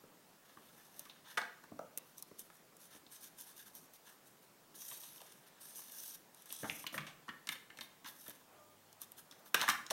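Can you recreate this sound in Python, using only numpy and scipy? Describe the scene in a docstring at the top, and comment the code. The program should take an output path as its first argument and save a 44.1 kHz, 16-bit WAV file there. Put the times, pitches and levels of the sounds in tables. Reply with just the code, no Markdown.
"""Bright swishes, claw ticks and hollow knocks: a cat chases a tufted toy in a plastic laundry basket.
Tuft and fur snag on the plastic; claws and paws ring the slats, wall and base; twice the basket judders
over the floor. All of it is close, with the short reverberation of a tiled room.
Room rumble, microphone hiss and a few faint far tones lie underneath."""
import sys
import numpy as np
from scipy import signal
from scipy.fft import rfft, irfft, next_fast_len
from scipy.io import wavfile
from scipy.ndimage import uniform_filter1d, map_coordinates

SR = 44100
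rng = np.random.default_rng(int(sys.argv[2]) if len(sys.argv) > 2 else 0)


def put_to_file(sound):
    """Save the sound as 16-bit audio at rate SR, in the file named by the first command-line argument."""
    columns = np.atleast_2d(sound).T  # one column per channel
    safe = np.clip(columns, -1, 1)
    whole_steps = np.round(safe * 32767)
    wavfile.write(sys.argv[1], SR, whole_steps.astype(np.int16))


N = 437472

# Room rumble and microphone hiss. Each row: frequency in Hz, relative density in dB.
AIR_SPECTRUM = [(15, -21), (25, -8), (36, -12), (49, -27.5), (153, 0.5), (229, -0.5), (988, -4.5),
                (2690, -12.5), (9570, -15.5), (10400, -17.5), (11600, -14), (14800, -16.5), (16000, -10.5)]
# Far sounds. Each row: peak time in seconds, level in dB.
DRONES, WHINES = [(8.85, -77.5)], [(8.64, -68), (9.42, -72)]
RUSHES = [(8.55, -66.5), (8.95, -76), (9.42, -69)]
# Decay of the tiled room. 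Each row: frequency in Hz, T60 in seconds.
ROOM_DECAY = [(200, 0.61), (1400, 0.47), (4000, 0.43), (12000, 0.37)]
# Colour of what reaches the room's walls. Each row: frequency in Hz, gain in dB.
ROOM_COLOUR = [(300, 0), (1100, -2), (1650, 1), (2300, 0), (3500, -3), (6000, -2), (10000, -1)]

# Modes of the basket's loaded base, wall and slats. Each row: centre in Hz, width in Hz, gain in dB.
BASE_MODES = [(91, 24, -7.5), (157.6, 14.6, 2), (219, 32, 1.5), (305.6, 45, 2.5)]
WALL_MODES = [(427, 230, -4.5), (594, 143, 0.5), (697, 82, 0), (805, 95, -2), (1027, 223, -1.5),
              (1183, 99, 2.5)]
SLAT_MODES = [(1285, 280, 0.5), (1577, 152, 4.5), (1730, 246, 3), (2170, 400, -1.5), (2900, 620, -1.5),
              (3607, 300, 2), (4140, 580, -3), (5210, 520, -1.5), (6300, 1460, -5.5)]
# Basket lurches over the tiles. Each row: peak time in seconds, level in dB, slide in seconds.
LURCHES = [(6.635, -47, 0.09), (6.948, -50.5, 0.09)]

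# Bright hiss of brushing, coloured by the microphone housing's resonant peaks.
# Each row: frequency in Hz, relative density in dB.
HISS_AT_MIC = [(1500, -32), (2500, -10.5), (3600, -3), (4700, -8), (6100, 2.5), (7400, -8.5), (9000, 2.5),
               (10400, -1), (11900, 6), (13200, 2), (14500, 2), (15400, -2.5), (16500, -6.5)]
# The tuft's echo off the basket. Each row: time in seconds, lag in milliseconds.
ECHO_LAG = [(0, 1.7), (4.75, 1.56), (5.5, 1.64), (5.6, 1.7), (5.8, 1.3), (6.15, 1.58), (9.92, 1.06)]
# Top treble of the swish. Each row: time in seconds, gain in dB.
SHEEN = [(0, -3), (5.5, -5.5), (5.9, -4), (6.08, 0), (6.2, -12), (6.5, -11), (6.9, -4), (7.2, 1.5),
         (8.3, 1), (9, -5), (9.92, 8.5)]
# Hollow ring of the slats. Each row: time in seconds, level in dB re the scrape.
SLAT_RING = [(0, -25), (3.0, -26), (3.25, -1.5), (3.7, 0), (4, -25), (5.8, -21), (6.0, -1), (6.2, -5),
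             (6.4, -25), (9.92, -25)]
# Long rubs of tuft and fur, one curve each. Each row: time in seconds, swish in dB.
RUBS = [
    [(0.45, -78), (0.83, -67), (0.97, -70), (1.06, -64.5), (1.21, -86)],
    [(4.742, -71), (4.752, -53.5), (4.84, -50), (5.04, -53.5), (5.33, -64.5), (5.42, -71.5), (5.58, -85)],
    [(5.58, -86), (5.61, -58.5), (5.74, -59), (5.77, -50.5), (5.85, -57), (5.99, -52), (6.158, -51),
     (6.172, -88)],
    [(6.46, -65), (6.52, -51), (6.64, -49.5), (6.84, -55.5), (6.858, -90)],
    [(8.12, -72), (8.2, -59.5), (8.3, -61), (8.33, -66), (8.42, -74)],
]
# Short flicks of the tuft. Each row: peak time and length in seconds, swish and scrape in dB.
FLICKS = [(0.808, 0.058, -88, -80), (0.988, 0.12, -61, -75), (1.272, 0.096, -72, -63),
          (1.317, 0.12, -60.5, -61), (2.074, 0.25, -69.5, -89), (2.186, 0.048, -52, -67),
          (2.283, 0.045, -68, -85), (2.399, 0.062, -51, -72), (2.453, 0.067, -66, -82),
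          (2.552, 0.14, -65, -83), (2.835, 0.12, -56.5, -70), (2.941, 0.12, -57.5, -65.5),
          (3.141, 0.11, -53.5, -66.5), (3.241, 0.12, -53, -69.5), (3.406, 0.11, -53, -67),
          (3.489, 0.12, -56.5, -68), (3.588, 0.12, -55, -69.5), (3.677, 0.094, -59, -72),
          (3.766, 0.093, -56, -74), (3.835, 0.11, -63, -81), (3.948, 0.054, -57.5, -72),
          (4.09, 0.17, -62.5, -68.5), (4.28, 0.14, -68.5, -84), (4.43, .08, -67.5, -87),
          (5.322, 0.015, -66, -68), (5.475, 0.039, -64, -69), (6.402, 0.16, -61, -70.5),
          (6.87, 0.014, -42.5, -70), (6.949, 0.07, -49.5, -66), (7.527, 0.039, -53, -54),
          (7.83, 0.085, -60.5, -78), (8.063, 0.053, -67, -52.5), (8.087, 0.082, -55, -61),
          (8.271, 0.037, -62, -59), (8.308, 0.02, -58, -57), (9.023, 0.064, -53, -62),
          (9.191, 0.077, -59.5, -67.5), (9.39, .043, -70, -77), (9.472, 0.066, -61.5, -69),
          (9.576, 0.036, -55, -52), (9.618, 0.087, -55, -40.5), (9.696, 0.09, -51, -38)]

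# Claw ticks on the plastic. Each row: start in seconds, peak in dB, pitch in Hz.
TICKS = [(0.9935, -24.5, 10100), (1.9745, -21, 12900), (1.9821, -28, 11900), (2.181, -32.5, 9300),
         (2.2242, -26.5, 9400), (2.393, -30.5, 11000), (2.767, -43, 11200), (3.41, -32, 11500),
         (3.7511, -33.5, 11900), (3.936, -40, 11400), (5.757, -33, 8890), (5.792, -39, 9000),
         (5.92, -35, 11000), (6.079, -32, 12000), (6.093, -36, 11000), (6.3455, -39, 9660),
         (6.421, -40, 11000), (6.457, -38.5, 11400), (6.5249, -23, 9250), (8.2803, -32, 13000),
         (8.2955, -32, 13500), (8.928, -42, 5300), (9.0164, -25.5, 11300), (9.024, -39, 9000),
         (9.1185, -33.5, 12300), (9.193, -47, 11300), (9.5441, -11.5, 15200)]
# Paw and claw knocks. Each row: start in seconds, slat peak in dB, slat pitch in Hz, wall in dB,
# wall pitch in Hz, thud in dB, edge in dB, rattle T60 in seconds. Wall, thud, edge: re the slat peak.
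KNOCKS = [(0.037, -58, 1400, 5, 450, 1, -10, 0.017), (0.5701, -49.5, 1520, -0.5, 1230, -6.5, -17, 0.022),
          (1.053, -52.5, 1860, -3, 1250, -13, 5.5, 0.066), (1.096, -44.5, 3420, -12, 732, -21, -15, 0.072),
          (1.3718, -24.5, 1730, -18, 810, -40, -16, 0.053), (1.3774, -30, 1830, -3, 800, -22, 2.5, 0.038),
          (1.373, -44, 3530, 1.5, 390, -18, 6, 0.055), (1.383, -40, 1720, 7, 840, -29, -2, 0.078),
          (1.415, -40.5, 4140, -1, 790, -17, -13, 0.058), (1.6376, -51, 1550, -1, 1010, -9, 1.5, 0.035),
          (1.7175, -62, 1300, 15.5, 650, 18, -8, 0.019), (1.7909, -42, 1220, 6.5, 667, -11, -2, 0.013),
          (2.3129, -68, 1520, 19, 460, 14.5, 3, 0.016), (2.5, -49, 1300, -8, 595, -19, -2, 0.016),
          (2.961, -55.5, 1700, -4, 600, -8, -10, .02), (2.9477, -51.5, 2590, -9, 510, -5, -12, 0.018),
          (3.0639, -49, 4130, -20, 474, -12, -25, 0.033), (4.819, -58.5, 1300, 0, 1000, -25, -5, 0.025),
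          (4.877, -58, 3650, -10, 1000, -25, 3, .015), (4.912, -41.5, 2940, -13, 990, -32, -9, 0.026),
          (4.919, -49, 2850, -1, 910, -25, -12, 0.022), (5.034, -48.5, 3800, -8, 990, -29, 1, 0.028),
          (5.123, -66, 1500, -4, 900, -20, -3, .015), (5.16, -55, 3300, -15, 1000, -25, -8, .015),
          (5.18, -51, 3300, -20, 1000, -25, 2, .02), (5.2034, -50, 3160, -4, 950, -25, -1, 0.046),
          (5.2154, -49, 3170, -1.5, 805, -22, 8, 0.016), (5.319, -63, 3300, -15, 1100, -25, -5, 0.02),
          (5.789, -57, 2900, 3, 1114, -26, 5, 0.022), (5.897, -52, 3000, -22, 1100, -27, 7, 0.02),
          (6.5037, -41.5, 3200, -17, 563, -21, -12, 0.017), (6.6306, -40.5, 1450, 3, 490, -4, -4, 0.012),
          (6.641, -37.5, 1290, -2.5, 740, -4, -19, 0.13), (6.6967, -24.5, 2620, -21, 660, -29, -22, 0.013),
          (6.8403, -41.5, 2200, 0, 990, -13, -13, 0.0074),
          (6.865, -29.5, 2900, -24, 977, -23.5, -13, 0.054), (6.874, -43, 3200, -25, 977, -25, -15, 0.035),
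          (6.926, -57, 1400, 8, 704, 5, 16, 0.015), (6.966, -58, 1310, 11, 805, -1, -8, 0.02),
          (6.9412, -35, 1640, -9.5, 533, -19, -16, 0.061), (6.978, -29, 2300, -9, 1300, -25, -4.5, 0.045),
          (7.005, -44, 2880, -6, 1300, -17, -13, 0.13), (7.066, -42, 2570, -9.5, 885, -22, -4.5, 0.16),
          (7.28, -44, 1400, 2, 1060, -15, -3, 0.051), (7.2885, -36, 1830, -11, 1200, -11.5, -15, 0.052),
          (7.4708, -40, 2030, -10.5, 980, -21, 9.5, 0.04),
          (7.489, -26.5, 2150, -20.5, 950, -24.5, 2, 0.024),
          (7.5536, -41.5, 2240, -19, 510, -20, -22, 0.044), (7.7013, -44, 2090, -32, 1180, -21, -25, 0.03),
          (7.7713, -50, 3370, -11, 840, -19, 5, 0.056), (7.787, -40.5, 2040, -15, 592, -14.5, 2, 0.023),
          (7.8088, -36.5, 3380, -14.5, 990, -22, 1, 0.04), (8.0448, -46, 1770, -7, 1110, -10, 5, 0.024),
          (8.0853, -42.5, 4170, -16, 875, -20, -3, .021), (8.282, -48, 2740, -4.5, 487, -3, -6, 0.046),
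          (9.311, -45.5, 4900, -19, 1240, -25, 1.5, 0.033), (9.322, -52, 1750, -24, 1190, -10, 5, 0.053),
          (9.4584, -57, 1380, -5, 659, -10, 8, .024), (9.5426, -20, 1520, -13, 527, -37, -6, 0.037),
          (9.5442, -15.5, 2960, -13, 1150, -32, -6, 0.024),
          (9.5494, -26.5, 1610, -9, 1000, -34, 4.5, 0.031), (9.561, -36, 3100, -13, 1200, -25, -7, 0.033),
          (9.575, -38, 1700, -3, 1000, -25, -2, .04), (9.594, -36, 2500, -11, 1100, -25, 1, 0.026),
          (9.628, -32.5, 3300, -2, 1090, -21, -2, 0.027), (9.634, -32, 1600, -1, 980, -23, -6, .04),
          (9.605, -31, 2200, -19, 1000, -23, -7, 0.037), (9.619, -26, 1810, -8, 900, -33, -5, 0.042),
          (9.6133, -21.5, 3430, -16, 1040, -28, -0.5, 0.03), (9.6787, -23, 1510, -5, 1300, -39, -4, 0.012),
          (9.687, -19.5, 1540, -4, 1180, -22, 2.5, 0.03), (9.6958, -30, 1640, -20, 993, -20, 12, 0.029),
          (9.6997, -24, 2230, -20, 1070, -43, 5, 0.034), (9.864, -38, 6300, -33, 1000, -35, -30, .02),
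          (9.9013, -35.5, 2517, -15.5, 646, -17, 6, 0.063), (9.9064, -33, 1770, 2.5, 633, -25, 13, 0.049)]


def amp(db):
    return 10 ** (np.asarray(db) / 20)


def unit_rms(x):
    return x / np.sqrt(np.mean(x ** 2) + 1e-20)


def unit_peak(x):
    return x / np.abs(x).max()


def along(points, hz):
    """Interpolate (Hz, value) points on a log axis."""
    knots_hz, values = np.transpose(points)
    return np.interp(np.log(hz + 1), np.log(knots_hz + 1), values)


def curve(points):
    """Interpolate (seconds, value) points per sample; -120 outside them."""
    knots_s, values = np.transpose(points)
    return np.interp(np.arange(N) / SR, knots_s, values, left=-120, right=-120)


def wobble(rate_hz):
    """Smooth curve through random knots."""
    knots = rng.standard_normal(int(N * rate_hz / SR) + 4)
    return map_coordinates(knots, [np.arange(N) * rate_hz / SR])


def swell(peak_s, rise_s, fall_s):
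    """Rounded bump of height 1."""
    bump = np.zeros(N)
    span = np.arange(round((peak_s - rise_s) * SR), min(N, round((peak_s + fall_s) * SR)))
    t = span / SR - peak_s
    bump[span] = np.abs(np.cos(np.pi / 2 * t / np.where(t < 0, rise_s, fall_s))) ** 1.85
    return bump


def filtered(x, response):
    """Apply a complex frequency response."""
    size = next_fast_len(len(x) + 2048)
    return irfft(rfft(x, size) * response(np.fft.rfftfreq(size, 1 / SR)), size)[:len(x)]


def resonance(centre_hz, width_hz, hz):
    return 1j * hz * width_hz / (centre_hz ** 2 - hz ** 2 + 1j * hz * width_hz)


def modes(table, hz):
    """Sum of resonances with alternating signs."""
    return sum((-1) ** k * amp(db) * resonance(centre_hz, width_hz, hz)
               for k, (centre_hz, width_hz, db) in enumerate(table))


def patchy(x, depth_db, width_bins):
    """Drifting patches of gain over time and frequency."""
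    spectra = signal.stft(x, nperseg=512)[2]
    field = uniform_filter1d(rng.standard_normal(spectra.shape), size=width_bins, axis=0)
    field = uniform_filter1d(field, size=10, axis=1)
    field -= field.mean(axis=0)  # colour shifts, loudness stays
    return signal.istft(spectra * amp(depth_db * unit_rms(field)), nperseg=512)[1][:N]


def air():
    """Room rumble and microphone hiss, gently patchy."""
    noise = patchy(rng.standard_normal(N), depth_db=1.37, width_bins=6)
    return amp(-64) * unit_rms(filtered(noise, lambda hz: amp(along(AIR_SPECTRUM, hz))))


def far_tones(drone_hz=99, whine_hz=602):
    """A low drone, a fuzzy two-partial whine and a dull rush come and go far away."""
    def level(rows, half_s):
        return sum(amp(db) * swell(peak_s, half_s, half_s) for peak_s, db in rows)

    rad_per_hz = 2 * np.pi * np.arange(N) / SR
    whine_rad = whine_hz * rad_per_hz + 1.9 * wobble(13)
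    rush = unit_rms(filtered(rng.standard_normal(N), lambda hz: resonance(716, 1050, hz) ** 2))
    drone = np.sin(drone_hz * rad_per_hz + 0.4 * wobble(7.1))
    whine = amp(4.3 * wobble(27)) * (1.1 * np.sin(whine_rad) + np.sin(2 * whine_rad))
    return level(DRONES, 0.63) * drone + level(WHINES, 0.18) * whine + level(RUSHES, 0.13) * rush


def tiled_room(x, delay_samples=180):
    """Each frequency decays at its own rate; the tail is redrawn every quarter second as things move."""
    out, block = np.zeros(N + SR), SR // 4
    for start in range(0, N, block):
        hz, t, spectra = signal.stft(rng.standard_normal(SR // 2), SR, nperseg=256)
        decay = amp(-60 * t / along(ROOM_DECAY, hz)[:, None])
        tail = signal.istft(spectra * decay, SR, nperseg=256)[1][:SR // 2]
        wet = signal.fftconvolve(x[start:start + block], tail / np.linalg.norm(tail))
        out[start + delay_samples:][:len(wet)] += wet
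    return out[:N]


def dragging(rise_s=0.039, settle_s=0.099):
    """The base breaks loose, judders over the tiles and settles, sounding its low modes."""
    t, gain = np.arange(N) / SR, 0
    for peak_s, db, slide_s in LURCHES:
        knots_s = [peak_s - rise_s, peak_s, peak_s + slide_s, peak_s + slide_s + settle_s]
        gain += amp(db + np.interp(t, knots_s, [-35, 0, -6, -75], left=-90))
    judder = amp(4.1 * wobble(40)) * rng.standard_normal(N)
    return gain * unit_rms(filtered(judder, lambda hz: modes(BASE_MODES, hz) * resonance(143.5, 33, hz)))


def friction(spread_db, snag_share):
    """Noise plus sparse snags with long-tailed sizes; RMS 1."""
    snags = rng.standard_normal(N) * amp(spread_db * np.minimum(rng.exponential(size=N), 6.5))
    return np.sqrt(1 - snag_share) * rng.standard_normal(N) + np.sqrt(snag_share) * unit_rms(snags)


def strokes(rise_share=0.45):
    """Swish and scrape gains of all rubs and flicks; in a rub the scrape weakly follows the swish."""
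    gains = np.zeros((2, N))
    for rub in RUBS:
        swish_db = curve(rub)
        scrape_db = -68.5 + 0.14 * (swish_db + 43)
        gains += amp([swish_db, scrape_db]) * (swish_db > -100)
    for peak_s, length_s, swish_db, scrape_db in FLICKS:
        bump = swell(peak_s, rise_share * length_s, (1 - rise_share) * length_s)
        gains += amp([[swish_db], [scrape_db]]) * bump
    return gains


def brushing(sheen_hz=11500):
    """Fibres snag in clumps: a bright shifting swish, and a duller scrape through the basket walls."""
    swish_gain, scrape_gain = strokes()
    clumps_db = 1.7 * wobble(70) + 1.86 * wobble(250)
    fibres = amp(clumps_db) * patchy(friction(2.9, 0.5), depth_db=1.8, width_bins=14)
    # The echo's comb of notches slides as the tuft moves, and comes and goes as it turns.
    echo = map_coordinates(fibres, [np.arange(N) - curve(ECHO_LAG) * SR / 1000], mode="nearest")
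    echo *= 0.35 * amp(3.6 * wobble(9.6))
    swish = filtered(fibres + echo, lambda hz: amp(along(HISS_AT_MIC, hz)))
    treble = filtered(swish, lambda hz: 1 / (1 + (sheen_hz / (hz + 1)) ** 12))
    swish += (amp(curve(SHEEN)) - 1) * treble

    scrape_force = amp(clumps_db + 2.3 * wobble(40)) * friction(0.53, 0.46)
    scrape = filtered(scrape_force, lambda hz: modes(WALL_MODES[3:] + SLAT_MODES, hz) ** 2)
    ring_force = amp(clumps_db + 4.3 * wobble(25)) * friction(2.5, 0.34)
    clearest_modes = [SLAT_MODES[1], SLAT_MODES[5]]
    ring = filtered(ring_force, lambda hz: modes(clearest_modes, hz) ** 2)
    plastic = unit_rms(scrape) + amp(curve(SLAT_RING)) * unit_rms(ring)
    return swish_gain * unit_rms(swish) + scrape_gain * plastic


def struck_panel(force, table, pitch_hz, below_db_oct, above_db_oct, width_ratio):
    """A force wakes the modes near its pitch, each with a slightly random gain; peak 1."""
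    woken = []
    for centre_hz, width_hz, db in table:
        octaves = np.log2(centre_hz / pitch_hz)
        rolloff_db = min(below_db_oct * octaves, -above_db_oct * octaves)
        woken.append((centre_hz, width_hz, db + rng.normal(0, 1.02) + rolloff_db))
    width_hz = width_ratio * pitch_hz
    return unit_peak(filtered(force, lambda hz: modes(woken, hz) * resonance(pitch_hz, width_hz, hz)))


def claw_edge(force, pitch_hz):
    """Sharp edge of a contact: a broad band coloured by the microphone housing's peaks; peak 1."""
    def response(hz):
        return resonance(pitch_hz, 1.6 * pitch_hz, hz) ** 2 * amp(0.62 * along(HISS_AT_MIC, hz))

    return unit_peak(filtered(force, response))


def contacts(tick_edge_db=21.5, knock_edge_hz=4150):
    """A snap and a short rattle of force drive slats, wall and base. Returns direct sound, room send."""
    direct, send = np.zeros((2, N + SR))
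    t = np.arange(SR // 10) / SR
    thud = unit_peak(filtered(amp(-60 * t / 0.0012), lambda hz: modes(BASE_MODES, hz)))
    # A tick is a strong edge over a faint knock of random pitch.
    hits = [(start_s, db - tick_edge_db, rng.uniform(2440, 5960), -9.5, rng.uniform(344, 1200),
             -19, tick_edge_db, 0.021, pitch_hz) for start_s, db, pitch_hz in TICKS]
    hits += [(*row, knock_edge_hz) for row in KNOCKS]
    for start_s, db, slat_hz, wall_db, wall_hz, thud_db, edge_db, t60_s, edge_hz in hits:
        rattle = amp(-60 * t / t60_s) * (1 - np.exp(-t / 0.0004))
        force = rng.standard_normal((3, len(t))) * rattle
        force[:, round(0.0012 * SR)] += [5.5, 4.5, 6]  # the claw lets go in one snap
        slats = struck_panel(force[0], SLAT_MODES, slat_hz, 5.2, 6.1, width_ratio=0.72)
        wall = struck_panel(force[1], WALL_MODES, wall_hz, 12.3, 13.3, width_ratio=0.93)
        edge = claw_edge(force[2], edge_hz)
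        body = slats + amp(wall_db) * wall + amp(thud_db) * thud
        start = round(start_s * SR)
        direct[start:][:len(t)] += amp(db) * (body + amp(edge_db) * edge)
        # The brightest ticks are close and beam past the room's walls.
        send[start:][:len(t)] += amp(db) * (body + amp(min(edge_db, 3)) * edge)
    return direct[:N], send[:N]


def scene():
    """Cat, toy and basket in the room."""
    hits, hits_send = contacts()
    rubbing = brushing() + dragging()
    send = filtered(amp(-5) * hits_send + amp(-9) * rubbing, lambda hz: amp(along(ROOM_COLOUR, hz)))
    return (hits + rubbing + tiled_room(send) + far_tones() + air())[None]


def record(dry, top_hz=15900):
    """The phone's band limit."""
    return filtered(dry[0], lambda hz: hz < top_hz)[None]


dry = scene()
out = record(dry)
put_to_file(out)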